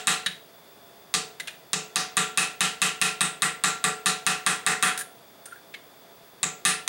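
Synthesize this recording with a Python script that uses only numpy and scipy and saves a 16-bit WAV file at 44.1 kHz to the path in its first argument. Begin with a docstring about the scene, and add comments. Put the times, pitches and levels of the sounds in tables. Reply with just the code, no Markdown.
"""A small hammer taps a steel pin punch into a wood-and-steel gun action lying on a workbench.
Each impact excites normal modes: heavily damped ones in hammer and punch make the crack, lightly damped
ones in action and bench ring on, and the small workshop reverberates. Between the runs of taps the punch
is re-seated, and friction makes short scrapes and squeaks. A fan hums throughout, a fast limiter
flattens each blow, and a thin electrical whine sits on top."""
import sys
import numpy as np
from scipy import signal
from scipy.fft import rfft, irfft
from scipy.io import wavfile
from scipy.ndimage import uniform_filter1d

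SR = 44100
rng = np.random.default_rng(int(sys.argv[2]) if len(sys.argv) > 2 else 0)


def wrap_up_sound(samples):
    """Save the sound to the file named by the first command line argument, as 16-bit audio."""
    columns = np.atleast_2d(samples).T
    # keep every value between -1 and 1, then stretch to whole-number steps
    tamed = np.clip(columns, -1, 1)
    steps = np.round(tamed * 32767).astype(np.int16)
    wavfile.write(sys.argv[1], SR, steps)


N = 303408
TIME = np.arange(N) / SR
AGE = np.arange(2 ** 15) / SR  # seconds since a contact
HZ = np.fft.rfftfreq(len(AGE), 1 / SR)  # frequency axis of one contact's spectrum

# normal modes of bench, stock and action: frequency_hz, level_db, t60_s
WORK_MODES = [(156, -20.5, 0.33), (182.4, -16, 0.24), (430.4, -25, 0.68), (458, -32, 0.83),
              (742.6, -20.5, 0.6), (806.5, -23, 0.36), (1050, -26, 0.37), (1169.5, -15, 0.3),
              (1188, -13, 0.25), (1349, -21.5, 0.43), (1370, -18, 0.54), (1386, -17, 0.31),
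              (1684, -18.5, 0.17), (1685, -23, 0.25), (1750, -18, 0.16), (1793, -20, 0.3),
              (1887, -16.5, 0.16), (1929, -17, 0.28), (1956, -25.5, 0.37), (1990, -22, 0.24),
              (2537, -18, 0.24), (2594, -16.5, 0.27), (2760, -33, 0.25), (2850, -25.5, 0.24),
              (2870, -23.5, 0.31), (3800, -29, 0.3), (3750, -16.5, 0.22), (3790, -20, 0.24),
              (7100, -25, 0.32), (8660, -12.5, 0.17)]


def from_db(db):
    """Amplitude ratio of a level: a factor of ten for every 20 dB."""
    return 10 ** (np.asarray(db) / 20)


def at_hz(points, hz):
    """Interpolation of (frequency, value) points on a logarithmic frequency axis."""
    point_hz, values = np.transpose(points)
    return np.interp(np.log(hz + 1), np.log(point_hz), values)


def decay(age, t60):
    """Exponential damping from age zero: the level falls 60 dB in t60 seconds."""
    return (age >= 0) * np.exp(-np.log(1000) * np.maximum(age, 0) / t60)


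def add(out, start_s, sound):
    """Superposition: a sound adds linearly to the mix from its start time."""
    at = round(start_s * SR) + np.arange(len(sound))
    inside = (at >= 0) & (at < N)
    out[at[inside]] += sound[inside]


def shaped(white, shape_db):
    """Spectral shaping: the spectrum of white noise, filtered with unit mean power gain."""
    gain = from_db(shape_db)
    return rfft(white) * gain / np.sqrt(np.mean(gain ** 2))


def resonance(centre_hz, width_hz, height_db):
    """Frequency response of a resonance, as a bell curve in decibels."""
    return from_db(height_db * np.exp(-.5 * ((HZ - centre_hz) / width_hz) ** 2))


def struck(modes, phases, scatter_db=2.4, build_cycles=1.0, detune=0.0011):
    """Modal synthesis: damped sinusoids, newly weighted at each impact; low ones build up slowest."""
    hz, level_db, t60 = np.array(modes).T[:, :, None]
    strength, shift = rng.standard_normal((2, len(hz), 1))
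    amplitude = np.sqrt(2) * from_db(level_db + scatter_db * strength)
    swing = np.sin(2 * np.pi * (hz * (1 + detune * shift) * AGE + phases))
    build = 1 - np.exp(-AGE * hz / build_cycles)
    return np.sum(amplitude * swing * build * decay(AGE, t60), axis=0)


def seating(levels_db):
    """Contact coupling: how the punch sits weights five broad frequency ranges."""
    # thud, body, clank, sheen and top ranges: centre_hz
    centres_hz = [500, 1500, 3100, 5400, 12000]
    return from_db(at_hz(list(zip(centres_hz, levels_db)), HZ))


def steel_response(ripple_db=1.5, spacing_hz=55):
    """Modal density: the steel's modes crowd into clusters and lie unevenly in between."""
    # clusters of close modes: centre_hz, width_hz, height_db
    clusters = [(2083, 44, 4), (2500, 140, 2.5), (3824, 100, 1), (4520, 180, 1)]
    grid_hz = np.arange(1000) * spacing_hz
    uneven = np.interp(HZ, grid_hz, rng.standard_normal(len(grid_hz))) * np.clip(HZ / 4000, 0, 1)
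    return from_db(ripple_db * uneven) * np.prod([resonance(*cluster) for cluster in clusters], axis=0)


def pin_coupling(start_s, harder_db, sheen_db, punch_hz):
    """Coupling sets the timbre: a tight pin clanks, a free one lets bench and action ring."""
    # play of the pin as it is driven out: time_s, looseness (0 tight, 1 free)
    looseness = [(0.07, 0.17), (1.14, 0.052), (1.96, 0.5), (2.37, 0.31), (3.015, 0.012), (3.21, 0.47),
                 (3.84, 0.9), (4.06, 0.37), (4.46, 0.96), (4.83, 0.94), (6.43, 0.58), (6.65, 0)]
    loose = np.interp(start_s, *np.transpose(looseness))
    # harder blows shift the balance from the thud to the body and top
    thud_db = -0.5 + 2.5 * loose - 0.58 * harder_db
    body_db = -4 + 7 * loose + 0.17 * harder_db
    clank_db = 1.1 - 2.6 * loose
    top_db = -1 + 6.5 * np.log2(punch_hz / 8400) + 0.29 * harder_db
    return seating([thud_db, body_db, clank_db, sheen_db, top_db])


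def crack(phases):
    """Impact transient: heavily damped modes die out within milliseconds."""
    # modes of hammer head and punch: frequency_hz, level_db, t60_s
    crack_modes = [(1253, 1.5, 0.0059), (1770, 1.5, 0.0032), (2790, -11.5, 0.019), (3270, -2.5, 0.0034),
                   (3745, -3, 0.013), (4600, -26, 0.0014), (6404, 4, 0.0054), (6590, -9, 0.011),
                   (9160, 0.5, 0.0078), (9100, -11, 0.0053), (12200, -17, 0.0035)]
    return from_db(4) * struck(crack_modes, phases[:len(crack_modes)])


def diffuse_spectrum(path, coherence=0.62):
    """Partial coherence: the room's own echo pattern blends with noise that is new at each blow."""
    # dense mix of high modes and room echoes: frequency_hz, relative_density_db
    density = [(30, -11), (110, -15.5), (200, 0), (300, -4), (550, -6.5), (900, -3.5), (1400, 2.5),
               (1950, 3.5), (2250, -2.5), (2650, 3), (3100, -1), (3800, -0.5), (5200, -6), (9500, -2),
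               (11500, -9.5), (15500, -21.5)]
    noise = np.sqrt(coherence) * path + np.sqrt(1 - coherence) * rng.standard_normal(len(path))
    return shaped(noise, at_hz(density, HZ))


def clatter(spectrum, t60=0.049):
    """Early reflections: a short clatter of steel with two delayed echoes off bench and wall."""
    echoes = decay(AGE - 0.0056, 0.011) + 0.88 * decay(AGE - 0.0095, 0.018)
    return irfft(spectrum) * (from_db(-1.5) * decay(AGE, t60) + from_db(-2.5) * echoes)


def reverberation(spectrum, build_s=0.0053):
    """Diffuse field: dense ringing builds up, then each band decays at its own rate."""
    # reverberation time by band: centre_hz, t60_s
    bands = [(100, 0.35), (500, 0.35), (2000, 0.37), (8000, 0.28), (14000, 0.19)]
    centres_hz, t60s = np.transpose(bands)
    tail = 0
    for share, t60 in zip(np.eye(len(bands)), t60s):
        crossfade = at_hz(list(zip(centres_hz, share)), HZ)
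        tail = tail + irfft(spectrum * crossfade) * decay(AGE, t60)
    return tail * (1 - np.exp(-AGE / build_s))


def work_ring(phases, colour):
    """Free vibration: the ringing of bench, stock and action fades smoothly to silence."""
    fade_out = (1 - (AGE / AGE[-1]) ** 2) ** 2
    return irfft(rfft(struck(WORK_MODES, phases)) * colour) * fade_out


def hammer_taps(room, phases, normal_force_db=-16):
    """Impulse excitation: the ringing grows with the force of a blow, while the crack barely changes."""
    # blows: start_s, force_db, sheen_db, punch_boost_db, punch_hz, clink_hz
    taps = [(-0.135, -11.5, 4, 2, 7800, 3550), (0.0713, -11.5, 1.5, -1, 7800, 4050),
            (1.14, -20, 8.5, -1, 8400, 4600), (1.7323, -23, 9, 1, 7300, 2730),
            (1.9587, -17.5, 9, -9.5, 8350, 4730), (2.169, -14, 0.5, 1.5, 7440, 3540),
            (2.3743, -13.5, 4.5, -0.5, 9000, 2560), (2.6072, -13, 3.5, -2.5, 8000, 2990),
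            (2.8177, -12.5, 2.5, -1.5, 7900, 2830), (3.015, -12.5, 3.5, -2.5, 8700, 2540),
            (3.2077, -16, .5, 6, 8560, 3600), (3.421, -15.5, .5, 3, 8400, 2070),
            (3.638, -14.5, 2.6, 2.5, 7540, 4000), (3.841, -17, 0.5, 3.5, 8100, 4870),
            (4.0595, -15, 5, -3, 8900, 4130), (4.2656, -14, 4.5, -4.5, 8700, 2760),
            (4.4642, -14, 3.5, 1.3, 8650, 3320), (4.6645, -14, 3, 0.5, 7960, 1970),
            (4.826, -11, 0, -1, 9100, 3340), (6.4308, -24.5, 3.5, 10, 7340, 2280),
            (6.6514, -12, 4.5, 3, 9340, 1850), (6.8775, -11, -12, -5, 8200, 4650)]
    steel = steel_response()
    no_bass = signal.butter(4, 850, "high", fs=SR, output="sos")  # small steel parts radiate no bass
    out = np.zeros(N)
    for start_s, force_db, sheen_db, punch_boost_db, punch_hz, clink_hz in taps:
        harder_db = force_db - normal_force_db
        # the point of contact favours one range of the action's modes
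        clink = resonance(clink_hz, width_hz=170, height_db=4.6)
        colour = pin_coupling(start_s, harder_db, sheen_db, punch_hz) * clink
        # the hand-held punch has a broad, damped resonance that moves with the grip
        punch = resonance(punch_hz, width_hz=750, height_db=5.5 + punch_boost_db)
        direct = crack(phases)
        early, late = (diffuse_spectrum(path) * steel * colour * punch for path in room)
        attack = signal.sosfilt(no_bass, direct + from_db(0.343 * harder_db) * clatter(early))
        ringing = from_db(-4) * reverberation(late) + from_db(-0.5) * work_ring(phases, colour)
        add(out, start_s, from_db(-15 + 0.017 * harder_db) * attack + from_db(force_db) * ringing)
    return out


def fan_and_air(air_db=-52.5):
    """Stationary noise: broadband air sound with the narrow resonances of a fan."""
    # workshop background: frequency_hz, relative_density_db
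    air_spectrum = [(15, -57.5), (25, -14), (64, -16), (142, -7), (286, -6.5), (326, -8), (394, -2),
                    (462, -4.5), (673, -6.5), (769, -7), (2180, -15), (2850, -18.5), (3440, -19.5),
                    (8550, -23.5), (15000, -22.5)]
    # fan resonances: centre_hz, width_hz, level_db
    fan_resonances = [(677, 21, -62), (3490, 150, -63.5), (4740, 300, -67.5)]
    hz = np.fft.rfftfreq(N, 1 / SR)
    out = from_db(air_db) * irfft(shaped(rng.standard_normal(N), at_hz(air_spectrum, hz)))
    for centre_hz, width_hz, level_db in fan_resonances:
        peak_db = -20 * np.log10(1 + ((hz - centre_hz) / width_hz) ** 2)
        out += from_db(level_db) * irfft(shaped(rng.standard_normal(N), peak_db))
    return out


def friction(length_s, treble_db, ring_hz, ring_db, width_hz):
    """Sliding friction: the tip chatters, drives one mode and leaves a faint tail in the room."""
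    # steel sliding on steel: frequency_hz, relative_density_db
    friction_spectrum = [(100, -19), (1000, -9.5), (1400, 0.5), (1750, 7.5), (2300, -1), (3000, 1),
                         (3750, 4.5), (4900, -1.5), (7000, 0), (8000, -4), (9200, 4.5), (11000, -8.5),
                         (15500, -20)]
    spectrum = shaped(rng.standard_normal(len(AGE)), at_hz(friction_spectrum, HZ))
    slide = decay(np.maximum(AGE - length_s, 0), t60=0.032)
    room_tail = from_db(-9) * decay(AGE, t60=0.31)
    chatter = irfft(spectrum * seating([0, 0, *treble_db])) * np.hypot(slide, room_tail)
    mode = signal.iirpeak(ring_hz, ring_hz / width_hz, fs=SR)
    return chatter + from_db(ring_db) * signal.lfilter(*mode, chatter)


def scrapes(phases, knock_db=-8.5):
    """Friction and impact: re-seating the punch scrapes the tip and knocks the bench's two lowest modes."""
    # contacts of the tip: start_s, length_s, level_db, brightness_db, ring_hz
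    contacts = [(0.2612, 0.0058, -21, -8, 3810), (0.266, 0.0044, -32.5, -14, 1720),
                (1.399, 0.0079, -30.5, -3, 2030), (1.473, 0.0045, -33.5, -1.5, 2780),
                (1.4807, .004, -32.5, -7, 2450), (4.976, .002, -28.5, 7, 10500),
                (4.988, 0.032, -36.5, 10.5, 1660), (5.4565, 0.0059, -42, 10, 8800),
                (5.739, 0.011, -39.5, -13.5, 2160)]
    out = np.zeros(N)
    for start_s, length_s, level_db, bright_db, ring_hz in contacts:
        treble_db = [0.67 - 0.53 * bright_db, -4 + 0.22 * bright_db, bright_db]  # clank, sheen, top
        knock = from_db(knock_db) * struck(WORK_MODES[:2], phases[:2])
        scrape = friction(length_s, treble_db, ring_hz, ring_db=12, width_hz=65)
        add(out, start_s, from_db(level_db) * (scrape + knock))
    return out


def squeaks():
    """Friction drives a sharp resonance, so the punch squeaks in the hole with a clear pitch."""
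    # slips of the punch: start_s, length_s, level_db, pitch_hz
    slips = [(5.466, 0.018, -55, 1410), (5.512, 0.0021, -49, 1480), (5.521, 0.014, -48.5, 1400),
             (5.558, .006, -55, 1600)]
    out = np.zeros(N)
    for start_s, length_s, level_db, pitch_hz in slips:
        squeak = friction(length_s, [-9, -9, -9], pitch_hz, ring_db=28.5, width_hz=30)
        add(out, start_s, from_db(level_db) * squeak)
    return out


def scene():
    """Superposition of the sources; the work stays put, so all blows take the same paths in the room."""
    background = fan_and_air()
    room = rng.standard_normal((2, len(AGE)))  # early and late echo patterns
    phases = rng.random((len(WORK_MODES), 1))
    return (background + hammer_taps(room, phases) + scrapes(phases) + squeaks())[None]


def limiter(x, threshold_db=-16.0, slope=0.94, release_db_per_s=169.0, attack_s=0.00056):
    """Dynamic range compression: gain drops within a millisecond of a peak and recovers steadily."""
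    level_db = 10 * np.log10(np.abs(uniform_filter1d(x ** 2, size=44)) + 1e-12)
    over_db = np.maximum(level_db - threshold_db, 0) * slope
    release_db = release_db_per_s * TIME
    held_db = np.maximum.accumulate(over_db + release_db, axis=-1) - release_db
    pole = np.exp(-1 / (attack_s * SR))
    return x * from_db(-signal.lfilter([1 - pole], [1, -pole], held_db))


def whine():
    """Beating: two close electrical tones swell and fade at their difference frequency."""
    # electrical tones: pitch_hz, level_db
    tones = [(15734, -61), (15741, -65)]
    return sum(np.sqrt(2) * from_db(db) * np.sin(2 * np.pi * hz * TIME) for hz, db in tones)


def record(dry, ceiling=0.8, low_cut_hz=60, high_cut_hz=16300):
    """Limiting and soft saturation round the peaks; the whine joins and the whole is band-limited."""
    out = ceiling * np.tanh(limiter(dry) / ceiling) + whine()
    out = signal.sosfilt(signal.butter(1, low_cut_hz, "high", fs=SR, output="sos"), out)
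    return signal.sosfilt(signal.ellip(10, .2, 80, high_cut_hz, fs=SR, output="sos"), out)


dry = scene()
out = record(dry)
wrap_up_sound(out)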